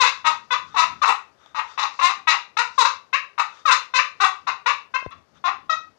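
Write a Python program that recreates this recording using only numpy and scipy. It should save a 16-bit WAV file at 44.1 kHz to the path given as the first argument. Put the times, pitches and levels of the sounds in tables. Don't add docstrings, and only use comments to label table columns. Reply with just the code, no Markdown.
import sys
import numpy as np
from scipy import signal
from scipy.fft import rfft, irfft, next_fast_len
from scipy.io import wavfile
from scipy.ndimage import uniform_filter1d, minimum_filter1d, map_coordinates

SR = 44100
rng = np.random.default_rng(int(sys.argv[2]) if len(sys.argv) > 2 else 0)


def makeup_ratio(level_db):
    decades = np.asarray(level_db, float) / 20
    return 10 ** decades


def inscribe(sig):
    pcm = np.round(np.clip(np.atleast_2d(sig).T, -1, 1) * 32767)
    wavfile.write(sys.argv[1], SR, pcm.astype(np.int16))


N = 263717
SPAN = SR // 4
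TAIL = SR // 2
LEAD = 512


def unit(x):
    return x / np.sqrt(np.mean(x ** 2) + 1e-20)


def along(points, hz):
    f, v = np.transpose(points)
    return np.interp(np.log(hz + 1), np.log(f + 1), v)


def filtered(x, response):
    m = next_fast_len(x.shape[-1] + 4096)
    spectrum = rfft(x, m) * response(np.fft.rfftfreq(m, 1 / SR))
    return irfft(spectrum, m)[..., :x.shape[-1]]


def wobble(rate_hz, n=N):
    knots = rng.standard_normal(n // 100)
    return map_coordinates(knots, [np.arange(n) * rate_hz / SR])


def swells(rows, floor_db):
    t = np.arange(N) / SR
    gain = makeup_ratio(floor_db)
    for middle_s, length_s, db in rows:
        phase = np.clip((t - middle_s) / length_s, -.5, .5)
        gain = gain + makeup_ratio(db) * np.cos(np.pi * phase) ** 2
    return gain


def noise(spectrum):
    return unit(filtered(rng.standard_normal(N), lambda f: makeup_ratio(along(spectrum, f))))


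def rings(modes, f):
    total = 0
    for k, (center, width, db) in enumerate(modes):
        loss = 1j * f * width
        total = total + (-1) ** k * makeup_ratio(db) * loss / (center * center - f * f + loss)
    return total


def hiss():
    # f/Hz, level/dB per Hz
    air = [(150, -45.5), (250, -28), (400, -12), (1280, -17.5), (6180, -39.5), (11700, -48), (12350, -37),
           (12700, -81.5)]
    level_db = -66 + 6.5
    return makeup_ratio(level_db + .8 * wobble(5)) * noise(air)


def body_shuffle():
    # middle/s, length/s, level/dB
    moves = [(.35, 0.62, -63), (.7, 0.46, -58), (.93, 0.28, -50.5), (2.2, 0.39, -68), (2.9, 0.71, -71),
             (4.48, 0.28, -65), (5.17, .2, -58.5), (5.35, .15, -66.5), (3.75, 0.11, -64), (1.6, .25, -69),
             (5.66, 0.89, -65.5)]
    # f/Hz, level/dB per Hz
    rumble = [(15, -14), (40, -12.5), (58, -8), (80, 7), (110, -2), (160, 0), (300, -3.5), (420, -17),
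              (700, -120)]
    still_db = -67.5
    return swells(moves, still_db) * makeup_ratio(2.5 + wobble(12)) * noise(rumble)


def sleeve_rustle():
    # middle/s, length/s, level/dB
    brushes = [
        (.08, 0.42, -52),
        (.75, 1, -62),
        (1.72, 0.23, -57.5),
        (1.98, 0.28, -54),
        (2.77, .2, -55),
        (3.58, 0.18, -60.5),
        (4.3, .8, -75),
    ]
    cloth = [(2500, -27.5), (4500, -2), (6500, -7.5), (8000, -22.5), (10000, -52.0)]  # f/Hz, level/dB
    hush_db = -73
    return swells(brushes, hush_db) * makeup_ratio(1.0 + 1.9 * wobble(60)) * noise(cloth)


def blind(x):
    # f/Hz, t60/s
    walls = [(300, 0.3), (1200, 0.27), (3000, 0.28), (6000, 0.26), (11000, 0.2)]
    hz, t, z = signal.stft(rng.standard_normal(SR // 2), SR, nperseg=256)
    decay = makeup_ratio(-60 * t / along(walls, hz)[:, None])
    tail = signal.istft(z * decay, SR, nperseg=256)[1]
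    late = np.pad(x, (180, 0))
    return signal.fftconvolve(late, tail / np.linalg.norm(tail))[:len(x)]


def bumps():
    # t/s, peak level/dB, f/Hz, t60/s
    knocks = [(1.461, -37.5, 3540, .009), (1.461, -46, 5000, 0.0054), (1.462, -36, 900, .012),
              (5.026, -28, 610, 0.016), (5.063, -13, 524, 0.0084), (5.067, -21.5, 88.5, 0.05),
              (5.107, -45, 9000, 0.0024), (5.6, -51, 73.5, 0.15), (2.12, -54, 55, 0.17),
              (.92, -63, 70, .12), (1.09, -39.5, 263, 0.18)]
    out, t = np.zeros(N + SR), np.arange(SR // 4) / SR
    for start_s, db, hz, t60_s in knocks:
        knock = makeup_ratio(db - 60 * t / t60_s) * np.sin(2 * np.pi * hz * t)
        out[round(start_s * SR):][:len(t)] += knock
    return out[:N] + makeup_ratio(-32.5) * blind(out[:N])


def drag_back():
    # start/s, length/s, level/dB
    drags = [
        (0.616, 0.42, -46.5),
        (1.371, 0.18, -52.5),
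        (1.625, 0.16, -45),
        (2.205, .06, -82),
        (3.49, 0.16, -46.5),
        (4.356, .08, -64),
        (5.336, 0.07, -53),
    ]
    # f/Hz, width/Hz, level/dB
    scrape = [(1260, 190, 2.5), (3640, 170, -3.5), (5870, 1100, -18)]
    rest_db = -78.5
    grit = rng.standard_normal(N) * makeup_ratio(wobble(110))
    push = swells([(s + length / 2, 1.3 * length, db) for s, length, db in drags], rest_db)
    return push * unit(filtered(grit, lambda f: rings(scrape, f) / (1 + (f / 7600) ** 8)))


def pot(f):
    # f/Hz, width/Hz, level/dB
    modes = [(1015, 363, 5), (1297, 415, -1.5), (1896, 97, -13.5), (2659, 144, 0.5), (3877, 240, 0),
             (4500, 280, -27), (6500, 1320, -10), (7840, 93, -36.5), (9800, 180, -16.5), (12100, 220, -11)]
    # f/Hz, level/dB
    shell = [(150, -41.5), (330, -20), (480, -10), (640, -16), (800, -4.5), (1500, 4.5), (3100, -3.5),
             (5000, 2), (8000, -17.5), (12000, -35), (15000, -50.5)]
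    return (rings(modes, f) + makeup_ratio(-15.5)) * makeup_ratio(along(shell, f))


def spread(f):
    return np.exp(-2j * np.pi * (0.001796 * f + 1.7 * np.sin(f / 900) + 0.88 * np.sin(f / 370)))


def slips(hz, rough):
    timing, sizing, grit = rng.standard_normal((3, SPAN))
    turns = np.cumsum(hz * (1 + 0.1137 * rough * wobble(130, SPAN))) / SR
    at = np.interp(np.arange(1, turns[-1]), turns, np.arange(SPAN))
    here = at.astype(int)
    at = at + 0.084 * rough[here] * timing[:len(at)] * SR / hz[here]
    at = np.clip(at, 0, SPAN - 1)
    size = makeup_ratio(5.5 * rough[here] * sizing[:len(at)])
    taps = at.astype(int)[:, None] + np.arange(-7, 9)
    offset = taps - at[:, None]
    kernel = np.sinc(offset) * np.cos(np.pi * offset / 17) ** 2
    train = np.bincount((taps + 8).ravel(), (size[:, None] * kernel).ravel(), SPAN + 24)[8:SPAN + 8]
    share = np.clip(.95 * rough, 0, 1) ** 2
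    return np.sqrt(1 - share) * train * np.sqrt(SR / hz) + np.sqrt(share) * grit


def bite(stroke, rough, glide, grip):
    # t/s, loss/dB
    skips = [(0.032, 3.5), (.295, 10.5), (1.045, 3), (1.069, 12), (1.805, 8.5), (2.066, 11.5), (2.091, 6),
             (2.299, 4.5), (2.582, 13), (2.8, 7), (2.839, 9), (2.863, 3.5), (3.391, 8), (3.408, 4),
             (3.671, 6.5), (3.983, 6.5), (4.255, 4.5), (4.703, 5), (5.481, 2.5)]
    skip_s, swell_db, roughen = 0.0052, 6.5, 1.8
    middle_rise_db, arch_db, brightest = 2.5, 11, 0.43
    start_s, length_s, db = stroke
    first_hz, turn, turn_hz, last_hz = glide
    push, ease_db, middle_db, bright_db = grip
    u = np.linspace(0, 1, 41)
    t = start_s + u * length_s
    turn, push = np.clip([turn, push], .03, .97)
    hz = np.interp(u, [0, turn, 1], [first_hz, turn_hz, last_hz])
    body_db = db + np.interp(u, [0, push, 1], [-swell_db * push, 0, -ease_db])
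    for at_s, loss_db in skips:
        body_db = body_db - loss_db * np.exp(-((t - at_s) / skip_s) ** 2)
    middle_db = middle_db + middle_rise_db * (2 * u - 1)
    bright_db = bright_db - arch_db * (2 * (u - brightest)) ** 2
    return np.transpose([t, hz, body_db, middle_db, bright_db, rough * (1 + roughen * u ** 2)])


def yelp(rows, edge_db, fill_db, cup_db):
    splits_hz = (1600, 3000, 7300)
    s, *cols = np.transpose(rows)
    t = s[0] + (np.arange(SPAN) - LEAD) / SR
    hz, body_db, middle_db, bright_db, rough = (np.interp(t, s, c) for c in cols)
    force = slips(hz, np.clip(rough, 0, 1))
    lift = makeup_ratio(-60 * np.clip(t - s[-1], 0, 1) / 0.011)

    def valley(f, center_hz, width_hz):
        return np.exp(-((f - center_hz) / width_hz) ** 2)

    def tilted(f):
        return pot(f) * makeup_ratio(fill_db * valley(f, 3423, 170) + cup_db * valley(f, 1420, 200))

    def under(f, k):
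        return 1 / (1 + (f / splits_hz[k]) ** 12)

    low = lambda f: tilted(f) * under(f, 0)
    middle = lambda f: tilted(f) * (under(f, 1) - under(f, 0))
    high = lambda f: tilted(f) * (under(f, 2) - under(f, 1)) * spread(f)
    top = lambda f: pot(f) * (1 - under(f, 2)) * spread(f)

    flutter = (0.64 + 3.94 * rough) * wobble(90, SPAN)
    top_db = 1.57 * (body_db + bright_db) - 10.0 + edge_db + 4.0 * flutter
    middle_db = middle_db + 2.3 * wobble(60, SPAN)
    bright_db = bright_db + 2.3 * wobble(60, SPAN)
    body_db = body_db + 1.2 * flutter
    bands = [(low, body_db, .003), (middle, body_db + middle_db, .003),
             (high, body_db + bright_db, .004), (top, top_db, .012)]
    out = 0
    for part, db, onset_s in bands:
        touch = np.sin(np.pi / 2 * np.clip((t - s[0]) / onset_s, 0, 1)) ** 2 * lift
        steady, played = filtered(np.array([force, force * touch * makeup_ratio(db)]), part)
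        out = out + played / np.std(steady[t < s[-1]])
    out = np.pad(out, (0, TAIL))
    return makeup_ratio(-3.5) * out + makeup_ratio(-5.5) * blind(out)


def yelps():
    # start/s, length/s, level/dB, top resonances/dB
    strokes = [(0.0, 0.038, -8, -2), (0.037, 0.065, -10.5, 1), (0.243, 0.082, -13, -2.3),
               (.505, 0.041, -12.5, -7.5), (.742, 0.015, -22.5, -5), (0.759, .088, -11.5, 1.3),
               (1.016, 0.031, -10, 4), (1.05, 0.045, -12, 6.5), (1.085, .032, -15, 3),
               (1.544, 0.056, -17.5, 4.5), (1.775, 0.082, -14.5, .1), (1.989, 0.027, -16, 3.5),
               (2.011, .1, -10, 4), (2.271, 0.08, -12, -4.7), (2.568, 0.051, -12, 0), (2.778, 0.057, -6, 5),
               (2.849, 0.038, -4.5, 1), (3.128, .034, -13.5, -3.5), (3.378, .038, -11.5, 1.7),
               (3.653, .05, -9, 5.5), (3.703, 0.047, -13, 3.5), (3.937, .063, -12.5, -0.8),
               (4.201, 0.038, -11.5, 3.5), (4.238, 0.02, -5.5, 0.8), (4.467, 0.039, -12.5, -3),
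               (4.659, .055, -10, -1), (4.939, 0.025, -16, -5), (5.107, .022, -30, -2),
               (5.439, 0.055, -12.5, -3), (5.694, 0.049, -9, -13)]
    roughs = [.08, .2, .22, .06, .15, .13, .06, .2, .3, .2, .24, .3, .1, .18, .14, .08, .15, .07, .3, .05,
              .15, .06, .08, .17, .3, .14, .08, .08, .12, .06]
    # first f/Hz, turn [share of length], turn f/Hz, last f/Hz
    glides = [(549, .45, 510, 430), (480, 0.4, 560, 518), (311.6, .6, 322, 260), (506.3, .62, 488, 610),
              (465, .5, 430, 490), (397, .3, 318, 331), (586, .35, 606, 360), (321.6, 0.1, 300, 400),
              (485, 0.7, 440, 489), (330, .55, 280, 322), (366.3, .35, 260, 307), (517, 0.4, 510, 490),
              (345.9, .55, 360, 405), (320.6, .4, 302, 420), (444, 0.1, 424, 515), (587, 0.3, 505, 440),
              (484.4, .5, 610, 480), (504.5, .5, 539, 602), (301, 1, 360, 390), (641, .55, 558, 511),
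              (433, 0, 426, 610), (515, .7, 515, 603), (365.6, .5, 400, 395), (365, 0.6, 385, 404),
              (310.7, .55, 370, 260), (444, .68, 588, 572), (524, .5, 514, 540), (518.6, 0.5, 720, 532),
              (350.6, .5, 345, 400), (639, 0.6, 632, 626)]
    # hardest push [share of length], easing by the end/dB, middle/dB, brightness/dB
    grips = [(1, -2.5, -4.5, -4), (0.07, 13.5, -2.5, -5), (0.43, 11.5, -8.5, -11.5), (0.5, 3.5, -5.5, -8),
             (0.35, 1.5, -17, -17), (0.3, 5.5, -9.5, -8.5), (.4, 0.5, -13, -14), (.15, 1, -20, -8.5),
             (.05, 15.5, 0, -9.5), (0.95, 0, -8.5, -12), (.05, 3, -5.5, -4), (0.2, 2, -8, -9.5),
             (0.57, 9.5, -6.5, -6), (0.18, 10, -1, -3.5), (.05, 1.5, -4, -6), (0.62, 7, -14.5, -8),
             (.05, 21, -5.5, -7.5), (0.5, 4, -1, -7.5), (.5, 5.5, -7, -11.5), (0.5, -2, -12, -13),
             (0, 5.5, -1.5, -4.5), (.05, -1, -0.5, -5), (0.45, 0, -7.5, -9.5), (0, 4, -7.5, -9),
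             (0.4, 10, -6.5, -11.5), (0.22, 6.5, -2.5, -7), (0.1, 2.5, -1.5, -12.5), (1, -1, -10, -12.5),
             (0.38, 1.5, -12.5, -16), (.4, 10, -11, -13.5)]
    # 3 kHz valley fill/dB, 1.5 kHz valley fill/dB
    fills = [(4.5, 0.9), (10.5, 3.5), (10, 0.5), (13, 7), (1, -11), (2.5, 0.5), (2, 7.5), (4, .1), (7, -4),
             (2.5, 2.3), (5, -3.5), (3.5, -3.2), (3, -1.3), (4, -1.5), (0, 4.5), (4.5, -2.5), (2.2, 8.5),
             (-3.5, 3.5), (-1.5, 3), (3.5, 8.5), (5, 8), (0.5, 6), (0, 9.5), (13.5, 4.5), (2, 4), (5.5, 2),
             (-6, 10.5), (15, -5), (13, -2), (13, 4.5)]
    edge_all_db = -0.6
    out = np.zeros(N + SPAN + TAIL + LEAD)
    for (*stroke, edge_db), rough, glide, grip, fill in zip(strokes, roughs, glides, grips, fills):
        controls = bite(stroke, rough, glide, grip)
        start = round(stroke[0] * SR)
        out[start:][:SPAN + TAIL] += yelp(controls, edge_all_db + edge_db, *fill)
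    return out[LEAD:N + LEAD]


def scene():
    background = hiss() + body_shuffle() + sleeve_rustle()
    left = background + bumps() + drag_back() + yelps()
    return np.array([left, np.zeros(N)])


def roll_off(x):
    return signal.sosfilt(signal.butter(12, 13310, fs=SR, output="sos"), x)


def record(dry):
    left = filtered(dry[0], lambda f: (1j * f / (55 + 1j * f)) ** 2 / (1 + (f / 12900) ** 60))
    need = minimum_filter1d(np.minimum(1, .88 / (np.abs(left) + 1e-9)), size=401)
    mix = left * uniform_filter1d(need, size=201) * [[1], [0]]
    return roll_off(mix)


dry = scene()
out = record(dry)
inscribe(out)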